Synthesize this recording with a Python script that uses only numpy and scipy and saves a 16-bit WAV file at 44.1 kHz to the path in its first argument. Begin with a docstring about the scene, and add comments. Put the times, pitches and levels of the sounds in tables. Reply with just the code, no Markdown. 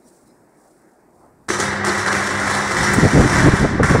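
"""A quiet night street: distant town noise, a faint rustle and small squeaks close by.
At 1.5 s an arc strikes on an overhead rail line, its sparks a crackling roar over a mains hum.
It nearly dies at 1.8 s and strikes again, while the house fronts ring on.
From 2.8 s air buffets the moving microphone and overloads it.
Under the gusts the arc nearly dies once more, then strikes hard at 3.8 s."""
import sys
import numpy as np
from scipy import signal
from scipy.fft import rfft, irfft
from scipy.io import wavfile
from scipy.ndimage import uniform_filter1d

SR = 44100
rng = np.random.default_rng(int(sys.argv[2]) if len(sys.argv) > 2 else 0)


def digitize_waveform(pressure):
    """Quantize a signal to 16-bit integers and store it at the path in sys.argv[1].

    Rows of a 2-D input are taken as channels; values are limited to [-1, 1].
    """
    field = np.atleast_2d(pressure).T
    bounded = np.clip(field, -1, 1)
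    quanta = np.round(bounded * 32767).astype(np.int16)
    wavfile.write(sys.argv[1], SR, quanta)


N = 176400
T = np.arange(N) / SR
HZ = np.fft.rfftfreq(2 * N, 1 / SR)

# The arc's two faders. Each row: time in seconds, roar in dB, sizzle in dB.
ARC_LEVELS = [(1.484, -18.5, -33), (1.493, -21, -20.5), (1.515, -27.5, -28.5), (1.58, -21.5, -36),
              (1.6, -22, -23), (1.67, -26, -40), (1.73, -28, -43), (1.81, -26.5, -59), (1.838, -21, -58),
              (1.848, -18.5, -22.5), (1.9, -19, -31.5), (1.95, -26, -31), (2.0, -28.5, -32.5),
              (2.055, -26, -42), (2.068, -18.5, -29), (2.11, -24.5, -34), (2.145, -20.5, -28),
              (2.18, -22, -31.5), (2.28, -23.5, -30.5), (2.37, -23.5, -35), (2.55, -20.5, -27.5),
              (2.62, -23.5, -32), (2.76, -21, -28.5), (2.86, -20.5, -25.5), (2.92, -19, -29.5),
              (2.96, -22.5, -31), (3.12, -21.5, -30.5), (3.29, -21, -29), (3.43, -17.5, -29),
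              (3.6, -29.5, -35), (3.68, -37, -48), (3.829, -27, -55), (3.832, -11, -23), (3.86, -20, -29),
              (3.91, -20.5, -31), (4.0, -32, -46)]
# The arc's body and its top end. Each row: frequency in Hz, relative gain in dB.
ROAR_EQ = [(25, -59), (50, -17), (80, 1), (130, -5), (250, -2.5), (370, 2), (460, -2.5), (620, -1.5),
           (1000, 2), (1500, 3.5), (1980, 4.5), (2170, -2.6), (2380, -9), (2650, -15), (3600, -20),
           (5000, -27), (9000, -50), (16000, -79)]
SIZZLE_EQ = [(100, -69), (1500, -3.5), (2700, -2.5), (3800, 2.5), (4700, 0), (5650, 6), (6500, 1),
             (7600, 3), (8400, -0.5), (9400, -0.5), (10500, -9.5), (12000, -18.5), (15700, -26)]
# Single loud discharges. Each row: start in seconds, level in dB, sizzle offset in dB.
SNAPS = [(1.503, -6, -25), (1.601, -11, -1), (1.882, -13.5, -4), (2.063, -12, -6), (2.086, -8, -15),
         (2.129, -15, 2), (2.142, -11.5, -22), (2.151, -6.5, -19), (2.863, -17, -13), (2.915, -14, -13),
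         (2.927, -28, -10), (3.315, -17, -14), (3.835, -12, -13)]
# Narrow flares and low thumps in the arc's surges.
# Each row: centre in seconds, half length in seconds, pitch in Hz, width in Hz, level in dB.
FLARES = [(1.52, 0.048, 5960, 800, -32.5), (1.61, 0.0095, 6420, 1500, -27),
          (1.895, 0.0071, 4400, 1600, -29.5), (2.1, 0.031, 1450, 800, -21.5),
          (2.54, 0.017, 3900, 1500, -33), (2.081, 0.0052, 4200, 2600, -26.5), (2.81, 0.015, 3670, 600, -36),
          (2.865, 0.027, 5600, 800, -30.5), (2.9, 0.037, 1745, 800, -22.5)]
THUMPS = [(1.508, 0.01, 385, 110, -24), (1.604, 0.0058, 378, 110, -20.5), (1.895, 0.0093, 373, 100, -22),
          (2.14, 0.023, 375, 100, -26)]
# Ripple in the arc's low treble. Each row: frequency in Hz, depth from 0 to 1.
COMB_DEPTH = [(2000, 0), (2250, 0.23), (2500, 0.76), (2830, 1), (3500, 0.54), (3850, 0.7), (4200, 0.5),
              (4700, 0), (5300, 0.2)]
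# The hum's harmonics, as multiples of the mains frequency.
HARMONICS = [2, 4, 8]
# Their voicing. Each row: base level in dB, waver from 0 to 1.
HUM_VOICING = [(-34.5, 0.63), (-30, 0.25), (-36.5, 0.4)]
# Weaker tones in the hum. Each row: pitch in Hz, base level in dB, waver from 0 to 1.
SIDE_TONES = [(137.8, -38.5, 0.25), (358, -35, 0.74), (529, -38, 0.7)]
# The ring of the house fronts. Each row: frequency in Hz, seconds to fall by 60 dB.
STREET_DECAY = [(100, 1), (500, 1.66), (1600, 1.41), (4000, 1.23), (8000, 0.6), (16000, 0.36)]

# Air on the microphone. Each row: time in seconds, strength in dB.
GUSTS = [(1.1, -81), (1.16, -62), (1.45, -56), (1.8, -49), (2.72, -38), (2.75, -37), (2.82, -18.5),
         (2.86, -44), (2.89, -18.5), (2.925, -22.5), (2.96, -21), (2.99, -9), (3.012, -23), (3.03, -8.5),
         (3.068, -8.5), (3.09, -30), (3.12, -31), (3.14, -8.5), (3.195, -6.5), (3.235, -13.5),
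         (3.26, -10.5), (3.28, -26), (3.376, -14), (3.42, -15.5), (3.464, -7.5), (3.488, -5.5),
         (3.516, -25.5), (3.538, -9), (3.574, -30), (3.615, -13.5), (3.63, -13), (3.654, -12.5),
         (3.675, -23.5), (3.75, -17), (3.785, -22), (3.8, -12), (3.82, -13), (3.85, -12.5), (3.875, -23),
         (3.914, -9), (3.93, -17.5), (3.948, -10.5), (3.97, -17.5), (4.0, -13.5)]
# Sharp slaps of air. Each row: centre in seconds, level in dB.
SLAPS = [(3.65, -12), (3.804, -9), (3.955, -7.5)]
# Tone of soft gusts, hard gusts and slaps. Each row: frequency in Hz, relative gain in dB.
SOFT_WIND_EQ = [(20, -12), (38, -15), (58, -1), (85, -3), (125, 2), (165, 1), (210, -2), (300, -6.5),
                (450, -31), (700, -23), (1500, -34), (16000, -105)]
HARD_WIND_EQ = [(20, -13), (80, -8), (200, 1), (330, 3), (500, -8), (800, -17), (1500, -35.5),
                (16000, -105)]
SLAP_EQ = [(60, -20), (250, -1.5), (480, -2), (800, -11), (1500, -23), (16000, -100)]

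# A faint rustle's fader and two bright ticks. Each row: time in seconds, level in dB.
RUSTLE_LEVELS = [(0, -66), (.05, -67), (.082, -52.5), (.11, -62), (.26, -64), (.38, -71), (.52, -72),
                 (.58, -65.5), (.67, -63), (.73, -67.5), (.89, -68.5), (1.08, -76), (1.22, -67),
                 (1.35, -77), (1.48, -70)]
TICKS = [(.157, -61), (2.934, -23.5)]
# Tone of the town, the rustle and the ticks. Each row: frequency in Hz, relative gain in dB.
TOWN_EQ = [(15, -30), (28, -11), (45, -10), (80, -13), (130, -5.5), (200, -1), (350, 1.5), (470, -5.5),
           (900, -7), (1100, -14), (1650, -16.5), (2100, -22.5), (2500, -30), (3100, -42), (4200, -37),
           (6700, -34), (8300, -31), (12000, -35), (15500, -40)]
RUSTLE_EQ = [(500, -35), (3200, -19), (4000, -11.5), (5300, -5.5), (6300, -7), (8600, 0.5), (10000, -5.5),
             (12000, -16), (16000, -13)]
TICK_EQ = [(500, -30), (4000, -19), (8500, 2), (12000, -17), (16000, -17)]
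# Faint squeaks close by and a distant swell in the town noise.
# Each row: centre in seconds, half length in seconds, pitch in Hz, width in Hz, level in dB.
SQUEAKS = [(.035, .017, 3920, 300, -75), (.07, .015, 5700, 500, -67), (.085, .01, 8650, 500, -64),
           (.305, .03, 5130, 300, -71), (.38, .06, 5220, 220, -79), (.295, .018, 4000, 400, -74)]
TOWN_SWELLS = [(1.24, 0.051, 860, 800, -54.5)]

MAINS_HZ, STRIKE_S = 50, ARC_LEVELS[0][0]
WET_DB, DIRECT_DB, ECHO_DB = -3.5, -2.5, -18


def arc(flicker_db=2.5, snap_s=.0017):
    """Sparks make a flickering roar and sizzle in the street; a few snap loudly."""
    burn = sparks() * unit(amp(flicker_db * drift(hz=49.5))) * (T >= STRIKE_S)
    snaps = noise() * bursts([(start, db) for start, db, _ in SNAPS], snap_s)
    spits = noise() * bursts([(start, db + offset) for start, db, offset in SNAPS], snap_s)
    roar = colour(street(burn * amp(curve(ARC_LEVELS)) + snaps) + cracks(), ROAR_EQ)
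    sizzle = colour(street(burn * amp(curve(ARC_LEVELS, column=2)) + spits), SIZZLE_EQ)
    surges = (swells(FLARES) + swells(THUMPS)) * (T >= ARC_LEVELS[1][0])
    return roar + sizzle + surges


def sparks(per_second=3600, spread_db=3.5, pulsing=.24):
    """Tiny discharges of uneven size, crowding at each crest of the mains."""
    crowding = 1 + pulsing * np.cos(2 * np.pi * 2 * MAINS_HZ * T)
    size = amp(spread_db * np.minimum(rng.exponential(1, N), 4))
    polarity = rng.choice([-1, 1], N)
    fires = rng.random(N) < crowding * per_second / SR
    return unit(size * polarity * fires)


def cracks(push_s=.00013, boost_db=1):
    """Each snap leads with a shock front: a sharp push of air and its short suction."""
    fronts = np.zeros(N)
    for start, db, _ in SNAPS:
        age = np.maximum(T - start, 0) / push_s
        fronts += amp(db + boost_db) * (age > 0) * (1 - age) * np.exp(-age)
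    return fronts


def ripple(x, spacing_hz=334):
    """A copy 3 ms late combs the low treble."""
    depth = at_hz(COMB_DEPTH, HZ)
    comb = (1 + depth * np.exp(-2j * np.pi * HZ / spacing_hz)) / np.sqrt(1 + depth ** 2)
    return irfft(rfft(x, 2 * N) * comb)[:N]


def hum(attack_s=.015, follow=.21, waver_hz=6.7):
    """The hot channel throbs with the current, wavering as it writhes."""
    attack = np.clip((T - STRIKE_S) / attack_s, 0, 1)
    ride = amp(follow * (curve(ARC_LEVELS) + 17))  # gently tracks the roar's fader
    harmonics = [(k * MAINS_HZ, db, waver) for k, (db, waver) in zip(HARMONICS, HUM_VOICING)]
    tones = np.zeros(N)
    for hz, db, waver in harmonics + SIDE_TONES:
        wobble = 1 + waver * (drift(waver_hz) + 1j * drift(waver_hz))
        tones += amp(db) * unit((wobble * np.exp(2j * np.pi * hz * T)).real)
    return attack * ride * tones


def street(x, paths=8, hold_s=.03):
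    """The arc writhes, so its paths through the street keep changing."""
    path = (T // hold_s).astype(int) % paths
    return sum(signal.fftconvolve(x * (path == k), street_response())[:N] for k in range(paths))


def street_response():
    """Direct sound, a few wall echoes and a tail whose treble dies first."""
    hz, t, bands = signal.stft(noise()[:2 * SR], SR, nperseg=256)
    decay = amp(-60 * t / at_hz(STREET_DECAY, hz)[:, None])
    tail = signal.istft(bands * decay, SR, nperseg=256)[1]
    tail[:200] = 0  # pre-delay
    response = amp(WET_DB) * tail / np.linalg.norm(tail)
    response[0] += amp(DIRECT_DB)
    echoes = (rng.uniform(.006, .06, size=6) * SR).astype(int)
    response[echoes] += amp(ECHO_DB) * rng.choice([-1, 1], size=6)
    return response


def wind(soft_db=-2, hard_db=4, hard_growth=1.81, slap_s=.0052):
    """Air buffets the microphone; hard gusts reach higher, and a few slap it."""
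    gust_db = curve(GUSTS)
    soft = amp(gust_db + soft_db) * eddies(SOFT_WIND_EQ)
    hard = amp(hard_growth * gust_db + hard_db) * eddies(HARD_WIND_EQ)
    slaps = sum(amp(db) * bell(centre, slap_s) for centre, db in SLAPS) * eddies(SLAP_EQ)
    return soft + hard + slaps


def eddies(eq):
    """Low turbulence of even strength."""
    rumble = colour(noise(), eq)
    power = abs(uniform_filter1d(rumble ** 2, size=1100))
    return rumble / np.sqrt(power + 1e-6)


def night(town_db=-53):
    """The bed: distant town noise, with a rustle, ticks and squeaks close by."""
    town = amp(town_db) * patchy(colour(noise(), TOWN_EQ), depth_db=2)
    rustle = colour(noise() * amp(curve(RUSTLE_LEVELS) + 1.7 * drift(hz=60)), RUSTLE_EQ)
    ticks = colour(noise() * bursts(TICKS, decay_s=.017), TICK_EQ)
    return town + rustle + ticks + swells(SQUEAKS) + swells(TOWN_SWELLS)


def patchy(x, depth_db):
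    """Lets neighbouring bands swell and sink on their own."""
    bands = signal.stft(x, nperseg=1024, noverlap=768)[2]
    patches = uniform_filter1d(rng.standard_normal(bands.shape), size=8, axis=0)
    patches = unit(uniform_filter1d(patches, size=16, axis=1))
    return unit(signal.istft(bands * amp(depth_db * patches), nperseg=1024, noverlap=768)[1][:N])


def swells(rows):
    """Brief swells of noise in one resonance each."""
    mix = np.zeros(N)
    for centre, half_s, hz, width, db in rows:
        phase = 2 * np.pi * hz * T
        band = unit(drift(width / 2) * np.cos(phase) + drift(width / 2) * np.sin(phase))
        mix += amp(db) * bell(centre, half_s) * band
    return mix


def bell(centre, half_s):
    """Envelope that fades smoothly in and out."""
    return np.exp(-((T - centre) / half_s) ** 2 / 2)


def bursts(rows, decay_s):
    """Envelope of sudden, dying bursts."""
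    return sum(amp(db) * (T >= start) * np.exp(-abs(T - start) / decay_s) for start, db in rows)


def colour(x, eq):
    """Minimum-phase EQ that keeps the power of white noise."""
    log_gain = np.log(unit(amp(at_hz(eq, HZ))) + 1e-6)
    mirrored = np.r_[log_gain, log_gain[-2:0:-1]]
    response = np.exp(np.conj(signal.hilbert(mirrored)))[:N + 1]
    return irfft(rfft(x, 2 * N) * response)[:N]


def curve(points, column=1):
    """Reads one column of a table along time."""
    rows = np.array(points)
    return np.interp(T, np.sort(rows[:, 0]), rows[:, column])


def at_hz(points, hz):
    """Reads a table along log frequency."""
    frequencies, values = np.transpose(points)
    return np.interp(np.log(hz + 1), np.log(frequencies + 1), values)


def drift(hz):
    """Random modulation up to a rate, rms 1."""
    return unit(irfft(rfft(noise(), 2 * N) / (1 + (HZ / hz) ** 4))[:N])


def noise():
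    """White noise."""
    return rng.standard_normal(N)


def amp(db):
    """Decibels to gain."""
    return 10 ** (np.asarray(db) / 20)


def unit(x):
    """Scales to rms 1."""
    return x / np.sqrt(np.mean(x ** 2) + 1e-20)


def scene():
    """The mono mix: the arc and its hum, the wind and the night."""
    return (ripple(arc()) + hum() + wind() + night())[None]


def record(dry, ceiling=.69, knee=8, distortion_hz=4800, cutoff_hz=15750):
    """The microphone overloads softly, with dull distortion; a steep high cut follows."""
    clipped = dry / (1 + abs(dry / ceiling) ** knee) ** (1 / knee)
    distortion = irfft(rfft(clipped - dry, 2 * N) / (1 + (HZ / distortion_hz) ** 6))[:, :N]
    high_cut = signal.firwin(511, cutoff_hz, window=("kaiser", 9), fs=SR)
    return signal.oaconvolve(dry + distortion, high_cut[None], "same")


dry = scene()
out = record(dry)
digitize_waveform(out)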